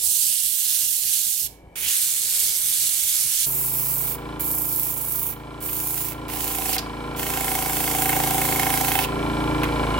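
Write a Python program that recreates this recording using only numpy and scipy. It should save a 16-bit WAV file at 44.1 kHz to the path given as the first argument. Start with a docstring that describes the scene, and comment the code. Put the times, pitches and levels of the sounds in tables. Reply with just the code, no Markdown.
"""You hear sandpaper hissing on a wooden bowl that spins on a lathe in a small workshop.
First comes coarse paper, from further off. Then, close by, fine paper scratches over the hum and
ticking of the headstock, the housing that holds the spinning shaft (the spindle). The hiss is
grit scraping the wood. In the later strokes a high spot on the bowl slaps the paper once a turn
and makes the hollow wood ring."""
import sys
import numpy as np
from scipy import signal
from scipy.fft import rfft, irfft, next_fast_len
from scipy.io import wavfile
from scipy.ndimage import uniform_filter1d

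SR = 44100
rng = np.random.default_rng(int(sys.argv[2]) if len(sys.argv) > 2 else 0)


def output_pcm(signal):
    """Save a mono or channel-first signal as 16-bit PCM at the path in sys.argv[1].

    Samples are clipped to [-1, 1] before scaling.
    """
    pcm = np.clip(np.atleast_2d(signal).T, -1, 1) * 32767
    wavfile.write(sys.argv[1], SR, np.round(pcm).astype(np.int16))


N = 440559
TIME, FFT_SIZE = np.arange(N) / SR, next_fast_len(N)
TURNS_PER_S = 28
CLOSE_S = 3.465  # from here on we listen close to the headstock
HIGH_SPOT = 0.34  # where the high spot comes round, as a share of one turn

# The workshop's echo. Each row: pitch in Hz, ring time (seconds to fade by 60 dB).
ROOM_RING = [(500, 0.98), (4000, 0.34), (15000, 0.24)]
# How alike left and right sound. Each row: pitch in Hz, likeness (1 means the same).
LIKENESS = [(100, .999), (250, 1), (500, 1), (1000, 1), (2000, 0.72), (5000, 0.41), (15000, 0.31)]
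# How far the left wave runs ahead of the right. Each row: pitch in Hz, lead in radians.
LEFT_LEAD = [(30, .08), (60, 0.21), (125, 0.33), (250, 0.62), (520, 1), (1000, 1.15), (3000, 1.17),
             (8000, 0.13), (16000, -1.2)]

# Pressing slows the spindle and lifting the paper frees it.
# Each row: time in seconds, turns ahead of a steady spin.
SPINDLE_LEAD = [(0, .98), (3.6, .075), (4.25, -.135), (4.72, .035), (5.0, .005), (5.45, -.19),
                (5.62, -.168), (5.95, -.045), (6.6, -.039), (7.0, -.125), (7.4, -.101), (7.7, -.15),
                (8.1, -.275), (8.6, -.346), (9.15, -.38), (9.45, -.31), (9.75, -.249), (9.85, -.272),
                (9.99, -.401)]
# The distant lathe. Each row: time in seconds, rumble in dB, tone at twice the spin rate in dB.
FAR_LEVELS = [(0.0, -58, -72), (.3, -66, -78), (.78, -64, -59), (1.36, -65, -62), (1.5, -56, -53),
              (1.87, -53, -58), (1.98, -67, -77), (2.2, -58, -66), (2.65, -58.5, -58), (3.47, -61.5, -57)]
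# The lathe's rushing air, far off and close by. Each row: pitch in Hz, relative level in dB.
FAR_AIR = [(18, -28), (30, -15), (60, -6.5), (110, -10), (165, -7), (215, -21.5), (300, -15.5), (486, -19),
           (600, -21.5), (950, -23), (1220, -37), (2500, -43), (5000, -52), (9000, -54), (12000, -50),
           (16000, -62)]
NEAR_AIR = [(18, -28), (40, -15), (190, -10.5), (300, -9), (900, -6), (1250, -12.5), (1900, -18),
            (2700, -20.5), (3600, -23.5), (4600, -28.5), (5100, -26.5), (6200, -32.5), (9000, -32.5),
            (12000, -35.5), (16000, -39)]
# The close lathe. Each row: time in seconds, hum level in dB, then the tones at 4, 5 and 11 times
# the spin rate in dB against the hum.
NEAR_LEVELS = [(3.55, -41.5, -14, 0, -11.5), (4.0, -40, -12, -1, -17), (4.3, -35.5, -12, -10, -4),
               (4.75, -40.5, -10, -4.5, -4), (5.1, -40.5, -12, -5, -14), (5.65, -39, -9, -9, -4),
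               (6.0, -40, -7, -4, -5.5), (6.25, -36, -9, -10, -4.5), (6.65, -35.5, -13, -22, -7),
               (7.1, -33, -14, -8, -8.5), (7.5, -31.5, -18, -13, -11), (7.8, -31.5, -18, -10, -6.5),
               (8.2, -30, -14, -6, -5), (8.6, -29.5, -13, -7.5, -7.5), (9.03, -30, -12, -9, -10.5),
               (9.25, -27, -12, -12, -6), (9.55, -26, -12, -6.5, -2.5), (9.9, -25, -13, -13, -11.5)]
# The close tone at twice the spin rate. Each row: time in seconds, dB against the hum.
SECOND_TONE = [(3.5, -5), (5.0, -7), (5.75, -6), (6.7, -6.5), (7.2, -8.5), (8.6, -11.5), (9.2, -8),
               (9.99, -5.5)]
# The hum's tones. Each row: multiple of the spin rate, dB against the hum.
# Multiples 2, 4, 5 and 11 take their levels from the two tables above instead.
HUM_TONES = [(1, -26), (2, 0), (3, -18), (4, -13), (5, 0), (6, -13), (7, -26.5), (8, -16), (9, -12.5),
             (10, -12), (11, -2), (12, -21.5), (13, -24), (14, -10.5), (15, -22), (16, -33), (17, -13),
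             (18, -22), (19, -18.5), (21, -23), (22, -21), (25, -22.5), (27, -31), (29, -17.5), (30, -24.5),
             (31, -17)]
# Machine whines. Each row: pitch in Hz, width in Hz, relative level in dB, share of the spindle's
# speed changes that it follows.
WHINES = [(1695, 92, -25, 1), (2295, 190, -18, 1), (3070, 80, -30, 1), (7940, 490, -30, 0.2),
          (9060, 40, -33, 0.089), (10200, 12, -42, 0), (11200, 370, -31.5, 0.93)]
# Headstock knocks. Each row: place as a share of one turn, relative dB on the casing, on the cover.
KNOCKS = [(0, 11, 0.5), (0.388, 1.5, -9)]
# The long-ringing casing and short-ringing cover.
# Each row: pitch in Hz, relative level in dB, ring time in seconds.
CASING_MODES = [(1008, -1.5, 0.098), (1028.6, 2, 0.096), (1112, 1, 0.051), (1377.5, 0, 0.068),
                (1610, -2, 0.029), (2338, 2, 0.03)]
COVER_MODES = [(3024, 2.5, 0.041), (3320, 8, 0.013), (3500, 5, 0.0098), (3896, -1, 0.031),
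               (4170, -6, 0.065)]
# A thin squeal. Each row: time in seconds, level in dB.
SQUEAL_LEVELS = [(9.7, -65), (9.82, -46), (9.9, -52), (9.99, -34)]

# The wood's murmur, one row per coarse stroke. Each row: dB as the paper lands, dB once settled.
MURMUR_LEVELS = [(-60, -63), (-33.5, -47.5)]
# The murmur's tone. Each row: pitch in Hz, relative level in dB.
MURMUR_TONE = [(600, -23), (1150, -9), (1700, -3.5), (2000, -1.5), (2300, 4.5), (2600, -5.5), (4000, -31)]
# The paper catches or flicks free. Each row: start in seconds, level in dB, scrape in dB against
# the bright puff, pitch of the scrape in Hz.
FLICKS = [(5.689, -45, 9, 2600), (5.973, -45, 10, 3200), (6.477, -44, 11, 2800), (6.733, -34.5, 12, 4730),
          (6.781, -26, 8.5, 4640), (9.038, -37, 16, 2800), (9.632, -30.5, 14.5, 2050)]
# The high spot under the paper, one list per spell of slapping. Each row: time in seconds, ring of
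# the bowl in dB, slap in dB, tilt towards the slap's upper tones in dB.
SLAPS = [
    [(4.4, -57, -70, 0), (5.35, -60, -57, 2)],
    [(5.61, -64, -54, 2), (5.97, -49, -53, 0), (6.15, -58, -49, -4)],
    [(6.29, -40, -48, -4), (6.46, -47, -43, 2), (6.63, -38.5, -42.5, 4), (6.8, -36, -34, 1)],
    [(7.17, -43, -37.5, 2), (7.34, -37.5, -36.5, 2), (7.46, -35, -33.5, -2.5), (7.63, -33, -38.5, -3),
     (7.85, -36, -38, -0.5), (8.0, -33, -33, -0.5), (8.19, -26, -34, -5), (8.35, -30.5, -37, -2),
     (8.5, -35.5, -33, -3), (8.66, -30, -32, -4.5), (8.78, -34, -36.5, -3), (8.92, -28.5, -31, -0.5),
     (9.01, -30, -29, 1)],
]
# The hollow bowl and the paper's backing.
# Each row: pitch in Hz, relative level in dB, ring time in seconds.
BOWL_MODES = [(770, 10, 0.055), (862, 0.5, 0.087)]
BACKING_MODES = [(1617, -2, 0.024), (1900, 10, 0.0083), (2133, 4.5, 0.021), (2614, 6.5, 0.013),
                 (3070, 8, 0.0075), (3440, 0, 0.0046), (4020, 0.5, 0.0053)]

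# The hand's strokes. Each row: start, end, landing time and lifting time in seconds, fizz (13-15.5 kHz)
# in dB against the hiss, left minus right in dB at the start and at the end.
STROKES = [(0.0, 1.476, 0.042, 0.029, -2.5, -8.8, -7.5), (1.756, 3.46, .03, .003, -3, -4.5, -7),
           (3.458, 4.159, .003, 0.06, 8, -3, -6.3), (4.395, 5.34, .004, .05, 9, -6, -6),
           (5.604, 6.138, 0.04, 0.079, 7, -5.5, -5.6), (6.281, 6.77, 0.046, .02, 4.5, -5, -7),
           (7.161, 9.059, .04, .04, 3.5, -3, -5)]
# The hand rocks on the paper, one list per stroke. Each row: time in seconds, hiss (8-10.5 kHz) in dB,
# rasp (2.5-5 kHz) in dB against the hiss.
STROKE_LEVELS = [
    [(.07, -24, -16.5), (.24, -24.5, -9), (.5, -28, -10), (.79, -26, -8.5), (.89, -27, -12),
     (1.05, -29.5, -9), (1.14, -25, -9.5), (1.42, -30, -11)],
    [(1.8, -36, -3), (1.86, -33, 6), (1.885, -28, 0), (1.97, -25, -8.5), (2.26, -27, -12),
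     (2.365, -24.5, -7), (2.63, -26.5, -12.5), (2.76, -25, -10), (3.05, -27, -8.5), (3.14, -24, -12),
     (3.3, -26.5, -9.5), (3.42, -25.5, -8)],
    [(3.5, -33.5, -15.5), (3.84, -34.5, -12), (3.95, -33.5, -16), (4.1, -36.5, -12)],
    [(4.42, -38.5, -12), (4.52, -35, -23), (4.65, -38, -18.5), (4.84, -36, -14.5), (4.95, -41, -14),
     (5.12, -37.5, -17), (5.28, -41, -14)],
    [(5.67, -41, -12), (5.78, -37.5, -11), (5.9, -36, -17), (5.98, -37.5, -6), (6.07, -40, -8)],
    [(6.33, -42.5, 2.5), (6.46, -36.5, -3), (6.62, -37.5, -3.5), (6.73, -35, 2)],
    [(7.22, -39.5, -1), (7.38, -38, 0), (7.5, -34.5, -4), (7.64, -37, -3), (7.75, -35, -1.5),
     (8.55, -33.5, -2.5), (8.63, -35, -1), (8.88, -33.5, -3.5), (9.0, -36, 2.5)],
]
# What rocking does to coarse, then fine paper.
# Each row: dB of fizz, dB of shift to the left, both for each extra dB of hiss.
ROCKING_EFFECT = [(-.5, 0.25), (-.2, 0.4)]
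# The grit's tone. Each row: pitch in Hz, relative level in dB, share of the rasp, share of the fizz.
GRIT_TONE = [(500, -30, 0.73, 0.59), (1220, -24, 0.99, 1.1), (2340, -7.5, 1, 1.16), (2950, -2, 0.93, 0.14),
             (3880, -4.5, 0.61, 0.0095), (5820, -4, 0.34, 0), (8600, 0, 0.16, 0), (11600, 0, 0.072, 0.55),
             (14000, -0.5, 0, 1.05), (15500, -1.5, 0.22, 1.35)]
# The coarse paper's stiff backing colours its hiss. Each row: pitch in Hz, width in Hz, boost in dB.
COARSE_PEAKS = [(1640, 360, 6), (2260, 110, 0), (3560, 300, 2.5), (4220, 270, 3.5)]


def amp(db):
    """Turn decibels into a gain."""
    return 10 ** (np.asarray(db) / 20)


def unit_level(x):
    """Scale a signal to an average (rms) level of 1."""
    return x / np.sqrt(np.mean(x ** 2) + 1e-20)


def at_pitch(table, hz):
    """Read a table's columns at the given pitches, on a log scale."""
    pitches, *columns = np.transpose(table)
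    return np.squeeze([np.interp(np.log(hz + 1), np.log(pitches + 1), c) for c in columns])


def at_time(tables, t):
    """Read the columns at times t; also give a gate that is 1 while any of the tables runs."""
    times, *columns = np.vstack(tables).T
    gate = sum((t >= rows[0][0]) * (t < rows[-1][0]) for rows in tables)
    return [np.interp(t, times, c) for c in columns], uniform_filter1d(np.minimum(gate, 1.), size=60)


def noise(tone):
    """Noise of level 1, shaped by rows of pitch in Hz and level in dB."""
    gain = amp(at_pitch(tone, np.fft.rfftfreq(FFT_SIZE, 1 / SR)))
    return unit_level(irfft(rfft(rng.standard_normal(FFT_SIZE)) * gain, FFT_SIZE)[:N])


def wander(rate_hz):
    """A random drift of size about 1 that wobbles up to roughly the given rate."""
    return 1.22 * np.interp(TIME * 2 * rate_hz, np.arange(20000), rng.standard_normal(20000))


def ring(strikes, modes, rise_s):
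    """A struck object rings at its own tones (modes), which build up briefly and die away."""
    t = np.arange(6000) / SR
    tones = sum(amp(db - 60 * t / ring_s) * np.sin(2 * np.pi * hz * t) for hz, db, ring_s in modes)
    return unit_level(signal.oaconvolve(strikes, tones * (1 - np.exp(-t / rise_s)))[:N])


def turns():
    """Count the spindle's turns at each moment."""
    lead = np.interp(TIME, *np.transpose(SPINDLE_LEAD))
    return TURNS_PER_S * TIME + uniform_filter1d(lead, size=4000, mode="nearest")


def blows(place, fade_s, spread_db, rough):
    """One blow of uneven strength each turn: a click with a short tail of noise."""
    spin = turns() - place
    since_s = spin % 1 / TURNS_PER_S
    strength = amp(spread_db * rng.standard_normal(400))[spin.astype(int)]
    click = np.diff(since_s, prepend=0) < 0
    return strength * (click + rough * rng.standard_normal(N) * np.exp(-since_s / fade_s))


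def stereo(first, second):
    """Make left and right: alike but slightly out of step in the bass, less alike in the treble."""
    hz = np.fft.rfftfreq(FFT_SIZE, 1 / SR)
    same = np.clip(at_pitch(LIKENESS, hz), 0, 1)
    shift = np.exp(.5j * at_pitch(LEFT_LEAD, hz))
    left = rfft(first, FFT_SIZE)
    right = same * left + np.sqrt(1 - same ** 2) * rfft(second, FFT_SIZE)
    return irfft([left * shift, right / shift], FFT_SIZE)[:, :N]


def room_echo(x):
    """The workshop answers with a tail of noise on each side; its treble dies first."""
    hz, t, bands = signal.stft(rng.standard_normal((2, SR // 2)), SR, nperseg=256)
    fade = amp(-60 * t / at_pitch(ROOM_RING, hz)[:, None])
    tail = signal.istft(bands * fade, SR, nperseg=256)[1]
    return signal.fftconvolve(x, tail / np.linalg.norm(tail[0]), axes=1)[:, :N]


def whines():
    """Bearings, belt and motor make narrow bands of noise; most follow the spindle's speed."""
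    ahead_s, out = turns() / TURNS_PER_S - TIME, np.zeros(N)
    for hz, width, db, share in WHINES:
        angle = 2 * np.pi * hz * (TIME + share * ahead_s)
        out += amp(db) * (wander(width / 2) * np.cos(angle) + wander(width / 2) * np.sin(angle))
    return out


def lathe_far(whine, throbs_per_s=5.04, throb_db=5):
    """From further off the lathe is a throbbing bass, one low tone and a dull rush with whines."""
    (rumble_db, tone_db), _ = at_time([FAR_LEVELS], TIME)
    far, spin = TIME < CLOSE_S, turns()
    air = noise(FAR_AIR)
    low = signal.sosfiltfilt(signal.butter(3, 225, fs=SR, output="sos"), air)
    slow_throb = amp(throb_db * np.cos(2 * np.pi * throbs_per_s * (TIME - 0.076)))
    turn_throb = 1 + 0.36 * np.cos(2 * np.pi * (spin - 0.35))
    bass_db = -56.5 + 0.6 * (rumble_db - rumble_db[far].mean())
    bass = amp(bass_db) * slow_throb * turn_throb * low
    tone = np.sqrt(2) * amp(tone_db) * np.cos(2 * np.pi * 2 * spin)
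    rush = amp(rumble_db + 9) * (air - low + amp(1) * uniform_filter1d(whine, size=4))
    return (bass + tone + rush) * far


def lathe_near(whine):
    """Close by, two knocks a turn ring the casing and cover, over rushing air and whines."""
    (hum_db, *_), _ = at_time([NEAR_LEVELS], TIME)
    places, casing_db, cover_db = np.transpose(KNOCKS)
    knocks = np.array([blows(place, fade_s=.002, spread_db=.7, rough=.025) for place in places])
    casing = ring(amp(casing_db) @ knocks, CASING_MODES, rise_s=0.0055)
    cover = amp(-12) * ring(amp(cover_db) @ knocks, COVER_MODES, rise_s=0.00042)
    air = amp(-5) * noise(NEAR_AIR)
    return amp(hum_db) * (amp(-6.5) * (casing + cover) + air + whine) * (TIME >= CLOSE_S)


def hum():
    """The close lathe hums at whole multiples of its spin rate, each swelling and sinking."""
    (hum_db, db4, db5, db11), _ = at_time([NEAR_LEVELS], TIME)
    swells = {2: np.interp(TIME, *np.transpose(SECOND_TONE)), 4: db4, 5: db5, 11: db11}
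    spin, out = turns(), np.zeros(N)
    for multiple, db in HUM_TONES:
        level_db = swells.get(multiple, db + 1.7 * wander(2.4))
        out += np.sqrt(2) * amp(level_db) * np.cos(2 * np.pi * (multiple * spin + rng.random()))
    return amp(hum_db) * out * (TIME >= CLOSE_S)


def squeal(hz=2880):
    """One thin, wavering tone as the spindle slows at the end."""
    (db,), gate = at_time([SQUEAL_LEVELS], TIME)
    return amp(db + 2.7 * wander(30)) * gate * np.cos(2 * np.pi * (hz * TIME + .1 * wander(25)))


def hand(t):
    """The hand lands, rocks and lifts. Gives hiss, rasp, fizz, pan and rocking in dB, and contact."""
    hiss, rasp, fizz, pan, rock, touch = np.zeros((6, len(t)))
    for (start, end, land_s, lift_s, fizz_db, *pan_ends), curve in zip(STROKES, STROKE_LEVELS):
        on = (t >= start) & (t < end)
        now = t[on]
        fizz_share, pan_share = ROCKING_EFFECT[int(start >= CLOSE_S)]
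        (hiss_db, rasp_db), _ = at_time([curve], now)
        landing, lifting = np.clip([1 - (now - start) / land_s, 1 - (end - now) / lift_s], 0, 1)
        rock[on], touch[on] = hiss_db - hiss_db.mean(), 1
        # A light touch is quieter and duller.
        hiss[on] = hiss_db - 9 * landing - 12 * lifting ** 2
        rasp[on] = rasp_db + 9 * (landing + lifting)
        fizz[on] = fizz_db + fizz_share * rock[on]
        pan[on] = np.interp(now, [start, end], pan_ends) + pan_share * rock[on]
    return hiss, rasp, fizz, pan, rock, touch


def murmur(settle_s=0.14):
    """The wood makes a dull noise under the coarse paper, stronger as the paper lands."""
    *_, rock_db, _ = hand(TIME)
    level = np.zeros(N)
    for (start, end, *_), (land_db, settled_db) in zip(STROKES, MURMUR_LEVELS):
        landing = np.exp(-((TIME - start) / settle_s) ** 2)
        db = settled_db + (land_db - settled_db) * landing + 0.45 * rock_db * (3 - landing)
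        level += (TIME >= start) * (TIME < end) * amp(db)
    return uniform_filter1d(level, size=60) * noise(MURMUR_TONE)


def flicks(rise_s=0.0019, fade_s=0.0061):
    """The paper catches or flicks free: a double puff of bright noise with a lower scrape."""
    out = np.zeros(N)
    bright = noise([(3000, -32), (6000, -8), (12500, 10), (16000, -9)])
    for start, db, scrape_db, hz in FLICKS:
        scrape = noise([(hz * .095, -25), (hz * .75, -5), (hz, 0), (hz * 1.27, -7), (hz * 3.3, -25)])
        for delay_s, gain in [(0, 0.97), (.008, 0.37)]:
            age = np.maximum(TIME - start - delay_s, 0)
            puff = gain * np.minimum(age / rise_s, 1) * np.exp(-age / fade_s)
            out += amp(db) * puff * (bright + amp(scrape_db) * scrape)
    return out


def slaps():
    """Once a turn the high spot slaps the paper's backing and rings the hollow bowl."""
    (bowl_db, slap_db, tilt_db), gate = at_time(SLAPS, TIME)
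    knock = blows(HIGH_SPOT + 0.019, fade_s=0.003, spread_db=2.2, rough=0.026)
    bowl = np.zeros(N)
    for hz, db, ring_s in BOWL_MODES:
        # The hand moves, so each tone is struck now harder, now softer.
        strikes = knock * amp(0.97 * wander(3.3))
        bowl += amp(db) * ring(strikes, [(hz, db, ring_s)], rise_s=0.001)
    blow = blows(HIGH_SPOT, fade_s=.007, spread_db=2, rough=.075)
    low = ring(blow, BACKING_MODES[:3], rise_s=.00025)
    high = ring(blow, BACKING_MODES[3:], rise_s=.00025)
    slap = amp(-1.5 - tilt_db / 2) * low + amp(-3 + tilt_db / 2) * high
    return gate * (amp(bowl_db) * unit_level(bowl) + amp(slap_db) * slap)


def sanding(press_db=7):
    """Grit scratches the wood as dense, uneven noise; the paper and the hand set its tone."""
    grains = rng.standard_normal((2, N)) * amp(wander(370) + 0.54 * wander(25))
    hz, t, bands = signal.stft(grains, SR, nperseg=256)
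    _, rasp_db, fizz_db, *_ = hand(t)
    grit_db, rasp_share, fizz_share = at_pitch(GRIT_TONE, hz)[:, :, None]
    # Random patches of pitch and time make the tone flicker.
    patches = uniform_filter1d(rng.standard_normal(bands.shape[1:]), size=5, axis=0)
    flicker_db = 1.22 * unit_level(uniform_filter1d(patches, size=40, axis=1))
    peaks_db = sum(db / (1 + (2 * (hz[:, None] - f) / width) ** 2) for f, width, db in COARSE_PEAKS)
    tone_db = grit_db + peaks_db * (t < CLOSE_S) + rasp_share * rasp_db + fizz_share * fizz_db
    hiss = signal.istft(bands * amp(tone_db + flicker_db), SR, nperseg=256)[1][:, :N]
    hiss *= np.sqrt(SR / 2 / 2500) / grains.std()  # levels count per band 2500 Hz wide
    level_db, _, _, pan_db, _, touch = hand(TIME)
    level = uniform_filter1d(amp(level_db) * touch, size=60)
    # The high spot presses harder for a moment each turn.
    _, slapping = at_time(SLAPS, TIME)
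    press = amp(press_db * slapping * np.exp(-((turns() - HIGH_SPOT) % 1) / 0.1))
    return stereo(*(hiss * press * level)) * amp([0.5 + pan_db / 2, 0.5 - pan_db / 2])


def scene():
    """Mix the paper, the wood, their echo and the lathe in stereo."""
    paper = sanding()
    wood_pair = [slaps() + flicks() + murmur() for _ in range(2)]
    wood = stereo(*wood_pair) * amp([[-.8], [1.8]])
    tones = hum() + squeal()
    lathe_pair = [lathe_far(whine) + lathe_near(whine) + tones for whine in (whines(), whines())]
    lathe = stereo(*lathe_pair) * amp([[.6], [.4]])
    return paper + wood + amp(-10.5) * room_echo(paper + wood) + lathe


def record(dry):
    """Cut the very highest treble, above 15900 Hz."""
    low_pass = signal.firwin(1023, 15900, window=("kaiser", 7), fs=SR)
    return signal.oaconvolve(dry, low_pass[None], "same")


dry = scene()
out = record(dry)
output_pcm(out)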